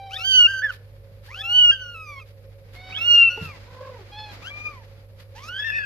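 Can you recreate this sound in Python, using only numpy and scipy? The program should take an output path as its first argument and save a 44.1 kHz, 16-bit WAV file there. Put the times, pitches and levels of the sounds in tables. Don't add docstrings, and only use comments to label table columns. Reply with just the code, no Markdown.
import sys
import numpy as np
from scipy import signal
from scipy.io import wavfile
from scipy.ndimage import uniform_filter1d, minimum_filter1d

SR = 44100
rng = np.random.default_rng(int(sys.argv[2]) if len(sys.argv) > 2 else 0)


def store_wav(level_fs):
    pcm = np.round(np.clip(np.atleast_2d(level_fs), -1, 1) * 32767)
    wavfile.write(sys.argv[1], SR, pcm.T.astype(np.int16))


N = 257984
TIME = np.arange(N) / SR
CUTOFF_HZ = 13400
TREBLE_FOLLOWS = .65

# frequency in Hz, relative density in dB.
HISS_SPECTRUM = [(400, -17.5), (1400, 6), (5400, 1.5), (6800, -22), (8500, -17), (11000, -6)]


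def kitten(wander_share=.008, loud_jitter=.0012, soft_jitter=.007, fray_rad=.035, strained_fray_rad=.5):
    # frequency in Hz, gain in dB.
    throat = [(2400, 6.5), (3100, 15), (3700, 2.5), (4500, 10), (5200, 6), (6050, 7), (7000, -11.5),
              (8400, -12), (10400, -9), (12300, -4.5), (13500, -21.5)]
    # time in seconds, left minus
    # right in dB, phase between the ears in radians at the fundamental and at the second harmonic.
    stereo_image = [(.2, 3, 1.6, 1), (.25, -5, -4.9, 3), (.365, -8, -5.3, 4), (0.391, 3.5, -0.3, 3),
                    (0.426, -4.5, 1, 2), (.46, 3.5, 0.7, 1.83), (.5, -3.5, 0.3, 2.4), (1.44, 1, -0.24, 1),
                    (1.56, -2, 2, 2), (1.8, -0.5, 0, 2.5), (2.05, -2.5, 0.86, 0.2), (3.116, -5, .3, 2.03),
                    (3.175, 1.5, 0.6, .4), (4.66, 5.5, 0.6, -2.5), (4.8, -1, 0.3, 4), (5.57, -3, 0.5, 1),
                    (5.68, 12, -1.5, 4.5), (5.765, 0.5, -2.8, 0.5), (5.8, 7, -2, 3)]
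    image_s, *image_columns = np.transpose(stereo_image)
    out, airflow = np.zeros((2, N)), np.zeros(N)
    jumps, flares_db = catches()
    for at, gate, pitch_hz, first_db, second_db, treble_db in (*yelps(), *cries(), *whines(), *squeals()):
        size = len(at)
        pan_db, first_rad, second_rad = [np.interp(TIME[at], image_s, column) for column in image_columns]
        slack = np.interp(np.maximum(first_db, second_db), [-48, -16], [1, 0])
        glide_per_s = uniform_filter1d(np.abs(np.gradient(np.log(pitch_hz))) * SR, size=1500)
        high_strain = np.interp(pitch_hz, (1490, 1680), [0, .6])
        strain = np.maximum(high_strain, np.interp(glide_per_s, (1.2, 4), [0, 1]))
        rough = np.maximum(slack, strain)
        unsteady = np.sqrt(np.maximum(rough, .2))
        wander = 1 + wander_share * unsteady * drift(22.1, size)
        jitter = loud_jitter + soft_jitter * rough ** 3
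        phase = fold_phase(pitch_hz * wander * jumps[at], jitter, jitter_hz=141)
        shimmer = from_db(flares_db[at] + (.7 + 1.95 * unsteady) * drift(31, size))
        shimmer *= rms_one(from_db(3 * strain * drift(120, size)))
        fray = np.maximum(strain, .2 * slack ** 4)
        scatter_rad = (fray_rad + strained_fray_rad * fray) * drift(260, size)
        upper_phase, low_phase = phase + scatter_rad, phase + .18 * scatter_rad
        for ear, side in enumerate((.5, -.5)):
            pan = from_db(side * pan_db) / np.sqrt((from_db(pan_db) + from_db(-pan_db)) / 2)
            first = from_db(first_db) * np.sin(low_phase + side * first_rad)
            second = from_db(second_db) * np.sin(2 * low_phase + side * second_rad)
            ear_phase = upper_phase + .14 * side * second_rad
            treble = from_db(treble_db) * harmonics(ear_phase, pitch_hz, throat, lowest=3, count=10)
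            out[ear, at] += gate * pan * shimmer * (np.sqrt(2) * (first + second) + treble)
        leak = np.maximum(np.maximum(slack ** 2, strain ** 3), .012)
        airflow[at] += gate * from_db(treble_db - 5.5) * leak
    return out + airflow * stereo_noise(HISS_SPECTRUM)


def yelps(bend=1.25):
    # start and end in seconds, start and top pitch in Hz, final fundamental, second harmonic
    # and treble in dB, level gained on the way in dB.
    climbs = [(0.096, 0.174, 1058, 1860, -35.5, -27, -44.5, 20.5),
              (1.281, 1.421, 796, 1760, -35, -28.5, -47.5, 22),
              (2.897, 2.982, 911, 1720, -39.5, -22.5, -55.5, 31),
              (4.422, 4.504, 1095, 1683, -40, -35.5, -48.5, 10.5),
              (5.353, 5.495, 811, 1334, -46, -49.5, -49.5, 0.5),
              (5.488, 5.637, 1400, 1712, -31.5, -32.5, -54, 9)]
    for start_s, end_s, start_hz, top_hz, first_db, second_db, treble_db, swell_db in climbs:
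        at, gate, progress = stretch(start_s, end_s)
        to_go = (1 - progress) ** bend
        pitch_hz = top_hz + (start_hz - top_hz) * to_go
        drop_db = swell_db * to_go
        dull_db = TREBLE_FOLLOWS * drop_db
        yield at, gate, pitch_hz, first_db - drop_db, second_db - drop_db, treble_db - dull_db


def cries(closed_db=-39, first_follows=.36, dulling_db_per_s=95.5):
    # start, top and end in seconds, their three pitches in Hz, widest mouth in seconds,
    # bluntness of that peak, brightest moment in seconds, peak fundamental, second harmonic, treble in dB.
    arches = [(0.174, 0.274, .469, 1234, 1553, 1392, 0.48, 1.96, 0.36, -30.5, -8.5, -28),
              (1.418, 1.551, 1.713, 1270, 1485, 1409, 1.628, 1.45, 1.567, -35, -9, -38),
              (2.978, 3.071, 3.295, 1269, 1436, 1338, 3.184, 2.18, 3.138, -39.5, -10.5, -37.5),
              (4.503, 4.633, 4.69, 1160, 1214, 1178, 4.665, 0.3, 4.61, -51.5, -35, -57.5)]
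    for row in arches:
        start_s, top_s, end_s = row[:3]
        widest_s, bluntness, brightest_s, first_db, second_db, treble_db = row[6:]
        at, gate, _ = stretch(start_s, end_s)
        pitch_hz = arch(at, (start_s, top_s, end_s), row[3:6])
        closure = np.abs((TIME[at] - widest_s) / (widest_s - start_s)) ** bluntness
        drop_db = (second_db - closed_db) * closure
        dull_db = dulling_db_per_s * np.abs(TIME[at] - brightest_s)
        yield (at, gate, pitch_hz, first_db - first_follows * drop_db, second_db - drop_db,
               treble_db - dull_db)


def whines(fade_db=11.5):
    # start and end in seconds, start and end pitch in Hz, exponent of the fall,
    # initial fundamental, second harmonic and treble in dB.
    falls = [(1.714, 2.206, 1616, 1069, 1, -35.5, -34, -51.5),
             (2.198, 2.234, 1342, 1207, 1.13, -49.5, -42.5, -60),
             (3.3, 3.56, 1434, 973, 2.8, -40, -37.5, -53),
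             (4.687, 4.827, 1229, 866, 1.28, -42.5, -46, -60.5)]
    for start_s, end_s, start_hz, end_hz, bend, first_db, second_db, treble_db in falls:
        at, gate, progress = stretch(start_s, end_s)
        pitch_hz = start_hz + (end_hz - start_hz) * progress ** bend
        drop_db = fade_db * progress
        dull_db = TREBLE_FOLLOWS * drop_db
        yield at, gate, pitch_hz, first_db - drop_db, second_db - drop_db, treble_db - dull_db


def squeals(db_per_octave=60.5, second_follows=.25):
    # start, top and end in seconds, their three pitches in Hz,
    # peak fundamental, second harmonic and treble in dB.
    arches = [(0.471, 0.499, .62, 1509, 1588, 1497, -25.5, -43, -44),
              (0.619, 0.639, .729, 1620, 1783, 1216, -18.5, -43.5, -52),
              (5.638, 5.649, 5.725, 1734, 1787, 1722, -25.5, -42, -51),
              (5.723, 5.745, 5.86, 1720, 1815, 1590, -22.5, -47, -52)]
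    for start_s, top_s, end_s, start_hz, top_hz, end_hz, first_db, second_db, treble_db in arches:
        at, gate, _ = stretch(start_s, end_s)
        pitch_hz = arch(at, (start_s, top_s, end_s), (start_hz, top_hz, end_hz))
        drop_db = db_per_octave * np.log2(top_hz / pitch_hz)
        yield (at, gate, pitch_hz, first_db - drop_db, second_db - second_follows * drop_db,
               treble_db - TREBLE_FOLLOWS * drop_db)


def catches(pitch_s=.027, level_s=.014):
    # time in seconds, jump as a share of the pitch, level change in dB.
    breaks = [(0.236, 0.062, -4), (0.577, 0.023, -0.5), (1.718, -0.00012, 7), (1.795, 0.0055, -7.5),
              (1.945, -0.069, -1), (3.26, -.012, -2.5), (4.666, -0.0186, 9.5), (5.584, 0.063, 0),
              (5.786, -0.022, -0.5)]
    jumps, flares_db = np.ones(N), np.zeros(N)
    for time_s, jump, change_db in breaks:
        age_s = TIME - time_s
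        jumps += jump / 2 * np.sign(age_s) * np.exp(-np.abs(age_s) / pitch_s)
        flares_db += change_db * np.exp(-.5 * (age_s / level_s) ** 2)
    return jumps, flares_db


def ringing_bands(width_hz=96):
    # time in seconds, centre in Hz, level in dB.
    bands = [(0.159, 3480, -47), (.485, 3016, -37), (.53, 3170, -47), (1.41, 3315, -44.5),
             (1.723, 2880, -35.5), (1.76, 3140, -46), (2.98, 3330, -45.5), (3.308, 2727, -27),
             (5.59, 3300, -37.5), (5.645, 2646, -39.5), (5.685, 2714, -39.5), (5.746, 2542, -28.5),
             (5.784, 2653, -36), (5.825, 2570, -43), (5.77, 4570, -50)]
    return sum(from_db(level_db) * swell(time_s, time_s, rise_db_per_s=402.5, fall_db_per_s=144.5)
               * narrow_noise(hz, width_hz) for time_s, hz, level_db in bands)


def litter_mate(top_share=.38, sag=.047, shimmer_db=2):
    # start and end in seconds, top pitch in Hz, fundamental and overtones in dB.
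    answers = [(-.2, 0.27, 786, -38.5, -47), (1.365, 1.709, 798, -45.5, -56.5),
               (2.753, 3.081, 751.4, -49.5, -42), (4.119, 4.324, 858, -40.5, -38.5)]
    # frequency in Hz, gain in dB.
    throat = [(1550, -5), (2280, 10.5), (2600, -5), (3000, -3.5), (3500, 5), (4250, -1.5), (4600, -8.5),
              (5300, -12), (6000, -24), (8000, -36.5)]
    out = np.zeros(N)
    for start_s, end_s, top_hz, first_db, overtones_db in answers:
        at, gate, _ = stretch(start_s, end_s, fade_s=.008)
        times_s = start_s, start_s + top_share * (end_s - start_s), end_s
        pitch_hz = top_hz * arch(at, times_s, (1 - sag, 1, 1 - sag))
        effort = gate * from_db(arch(at, times_s, (-7.5, 0, -10.5)))
        phase = fold_phase(pitch_hz, jitter=.011, jitter_hz=167.4)
        first = from_db(first_db) * np.sqrt(2) * np.sin(phase)
        overtones = from_db(overtones_db) * harmonics(phase, pitch_hz, throat, lowest=2, count=13)
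        shimmer = from_db(shimmer_db * drift(50, len(at)))
        out[at] += effort * (first + shimmer * overtones)
    return out


def mother(flutter_hz=43, bend=.037, chop_depth=.5):
    # time in seconds, pitch in Hz, level in dB.
    contour = [(3.67, 480, -51), (3.883, 526.7, -41), (4.039, 344, -50)]
    # frequency in Hz, gain in dB.
    throat = [(520, 2.5), (1080, -3), (1600, -13), (4000, -32)]
    times_s, pitches_hz, levels_db = np.transpose(contour)
    at, gate, _ = stretch(times_s[0], times_s[-1], fade_s=.01)
    pitch_hz = arch(at, times_s, pitches_hz)
    effort = gate * from_db(arch(at, times_s, levels_db))
    flutter = np.sin(fold_phase(np.full(len(at), flutter_hz), jitter=.097, jitter_hz=7.4))
    phase = fold_phase(pitch_hz * (1 + bend * flutter), jitter=.0288, jitter_hz=122)
    out = np.zeros(N)
    out[at] = effort * (1 + chop_depth * flutter) * harmonics(phase, pitch_hz, throat, lowest=1, count=8)
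    return out


def body_bumps():
    # time in seconds, level in dB.
    bumps = [(1.115, -51.5), (3.412, -34.5), (3.423, -29), (3.457, -38.5)]
    # frequency in Hz, gain in dB, T60 in seconds.
    floor_modes = [(91.5, -11.5, 0.51), (149, 7, 0.082), (184, -17, 0.16)]
    return struck_panel(bumps, floor_modes, contact_hz=400)


def claw_knock():
    # time in seconds, level in dB.
    knocks = [(3.376, -40)]
    # frequency in Hz, gain in dB, T60 in seconds.
    wall_modes = [(447.5, 7.5, 0.24), (864, 10.5, 0.046)]
    return struck_panel(knocks, wall_modes, contact_hz=2420)


def puffs(width_s=.019, grain_db=2):
    # time in seconds, level in dB.
    strokes = [(0.739, -46), (1.266, -49), (2.29, -54.5), (2.754, -50.5), (3.45, -44), (4.34, -50.5),
               (5.207, -53)]
    envelope = sum(from_db(db) * np.exp(-.5 * ((TIME - time_s) / width_s) ** 2) for time_s, db in strokes)
    return envelope * from_db(grain_db * drift(90, N)) * stereo_noise(HISS_SPECTRUM)


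def bedding(rest_db=-61.5, patchy_db=2):
    # start and end in seconds, level in dB.
    shifts = [(2.933, 2.993, -45.5), (3.374, 3.44, -47.5), (3.734, 4.055, -50.5), (4.33, 4.448, -45.5),
              (5.452, 5.84, -52.5)]
    # frequency in Hz, relative density in dB.
    rustle_spectrum = [(150, 7.5), (310, 5.5), (440, 2.5), (700, 4.5), (1400, -1), (1950, 4), (2500, -5.5),
                       (4500, -5), (8000, -26.5)]
    swells = [from_db(level_db) * swell(start_s, end_s, rise_db_per_s=52.5, fall_db_per_s=24.5)
              for start_s, end_s, level_db in shifts]
    envelope = np.maximum(np.max(swells, axis=0), from_db(rest_db))
    return envelope * from_db(patchy_db * drift(20, N)) * stereo_noise(rustle_spectrum)


def appliance(waver=.042, left_db=-5, right_db=-1.5, rumble_db=-52.5):
    # frequency in Hz, level in dB.
    mains_tones = [(49, -52), (100, -43.5)]
    # frequency in Hz, width in Hz, level in dB.
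    casing_modes = [(477, 130, -58.5), (544.5, 35, -54.5)]
    # frequency in Hz, relative density in dB.
    rumble_spectrum = [(15, -40), (25, -6.5), (54, 5), (70, -0.5), (104, -2), (175, -9.5), (357, -51),
                       (544, -16), (708, -61), (3620, -77), (13500, -34)]
    hum = sum(from_db(db) * (np.sqrt(2) * np.sin(2 * np.pi * hz * TIME) + waver * narrow_noise(hz, 13))
              for hz, db in mains_tones)
    drone = sum(from_db(db) * narrow_noise(hz, width_hz) for hz, width_hz, db in casing_modes)
    rumble = from_db(rumble_db) * stereo_noise(rumble_spectrum)
    return (hum + drone) * from_db([[left_db], [right_db]]) + rumble


def echoes(x, t60_s, delay_s):
    t = TIME[:SR * 3 // 4]
    tail = rng.standard_normal((2, len(t))) * from_db(-60 * t / t60_s) * (t > delay_s)
    tail /= np.sqrt((tail ** 2).sum(axis=1, keepdims=True))
    return signal.fftconvolve(x, tail, axes=1)[:, :N]


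def fold_phase(pitch_hz, jitter, jitter_hz):
    return 2 * np.pi * np.cumsum(pitch_hz * (1 + jitter * drift(jitter_hz, len(pitch_hz)))) / SR


def harmonics(phase, pitch_hz, throat, lowest, count, uneven_db=4):
    orders = np.arange(lowest, lowest + count)[:, None]
    gain = from_db(at_hz(throat, orders * pitch_hz)) * (orders * pitch_hz < CUTOFF_HZ)
    uneven = np.array([rms_one(from_db(uneven_db * drift(9, len(pitch_hz)))) for _ in orders])
    return (uneven * gain * np.sin(orders * phase)).sum(axis=0) / np.sqrt((gain ** 2).sum(axis=0) / 2)


def struck_panel(hits, modes, contact_hz):
    clicks = np.zeros(N)
    for time_s, level_db in hits:
        clicks[int(time_s * SR)] = from_db(level_db)
    push = signal.sosfilt(signal.butter(2, contact_hz, fs=SR, output="sos"), clicks) + 1e-18
    out = np.zeros(N)
    for hz, gain_db, t60_s in modes:
        r, w = from_db(-60 / (t60_s * SR)), 2 * np.pi * hz / SR
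        out += from_db(gain_db) * signal.lfilter([0, np.sin(w)], [1, -2 * r * np.cos(w), r * r], push)
    return out


def stretch(start_s, end_s, fade_s=.007):
    at = np.flatnonzero((TIME > start_s - fade_s) & (TIME < end_s + fade_s))
    edge = np.clip(np.minimum(TIME[at] - start_s, end_s - TIME[at]) / (2 * fade_s) + .5, 0, 1)
    progress = np.clip((TIME[at] - start_s) / (end_s - start_s), 0, 1)
    return at, np.sin(np.pi / 2 * edge) ** 2, progress


def arch(at, times_s, values):
    (start_s, top_s, end_s), (start, top, end) = times_s, values
    before = np.interp(TIME[at], [start_s, top_s], [1, 0])
    after = np.interp(TIME[at], [top_s, end_s], [0, 1])
    return top + (start - top) * before ** 1.2 + (end - top) * after ** 1.6


def swell(start_s, end_s, rise_db_per_s, fall_db_per_s):
    early_s, late_s = np.maximum(start_s - TIME, 0), np.maximum(TIME - end_s, 0)
    return from_db(-rise_db_per_s * early_s - fall_db_per_s * late_s)


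def stereo_noise(spectrum):
    out, edges_hz = 0, 28 * 2 ** np.arange(0, 9.6, .5)
    white = rng.standard_normal((2, 2, N))
    for k, (low_hz, high_hz) in enumerate(zip(edges_hz, edges_hz[1:])):
        bandpass = signal.butter(2, [low_hz, high_hz], "band", fs=SR, output="sos")
        mid, side = signal.sosfilt(bandpass, white[k % 2])
        hz = np.sqrt(low_hz * high_hz)
        width = from_db(at_hz([(150, -9), (600, -3), (2500, 1.5)], hz))
        out = out + from_db(at_hz(spectrum, hz)) * (mid + width * side * [[1], [-1]])
    return rms_one(out)


def narrow_noise(hz, width_hz):
    phase = 2 * np.pi * hz * TIME
    return drift(width_hz / 2, N) * np.cos(phase) + drift(width_hz / 2, N) * np.sin(phase)


def drift(rate_hz, size):
    r = np.exp(-2 * np.pi * rate_hz / SR)
    smooth = signal.lfilter([1], [1, -2 * r, r * r], rng.standard_normal(size + SR // 2))
    return rms_one(smooth[SR // 2:])


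def at_hz(points, hz):
    points_hz, values = np.transpose(points)
    return np.interp(np.log(hz), np.log(points_hz), values)


def rms_one(x):
    return x / np.sqrt(np.mean(x ** 2) + 1e-20)


def from_db(db):
    return 10 ** (np.asarray(db) / 20)


def scene(box_db=-15, room_db=-21):
    mono = litter_mate() + mother() + ringing_bands() + body_bumps() + claw_knock()
    cats = kitten() + mono * from_db([[-1.5], [0]])
    box = from_db(box_db) * echoes(cats, t60_s=.06, delay_s=.00065)
    room = from_db(room_db) * echoes(cats, t60_s=.36, delay_s=.013)
    return cats + box + room + puffs() + bedding() + appliance()


def record(dry, ceiling=.7):
    thin = signal.sosfilt(signal.butter(4, 36, "high", fs=SR, output="sos"), dry)
    needed_gain = ceiling / np.maximum(np.abs(thin).max(axis=0), ceiling)
    held = thin * uniform_filter1d(minimum_filter1d(needed_gain, size=600), size=400)
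    return signal.sosfilt(signal.ellip(10, .2, 80, CUTOFF_HZ, fs=SR, output="sos"), held)


dry = scene()
out = record(dry)
store_wav(out)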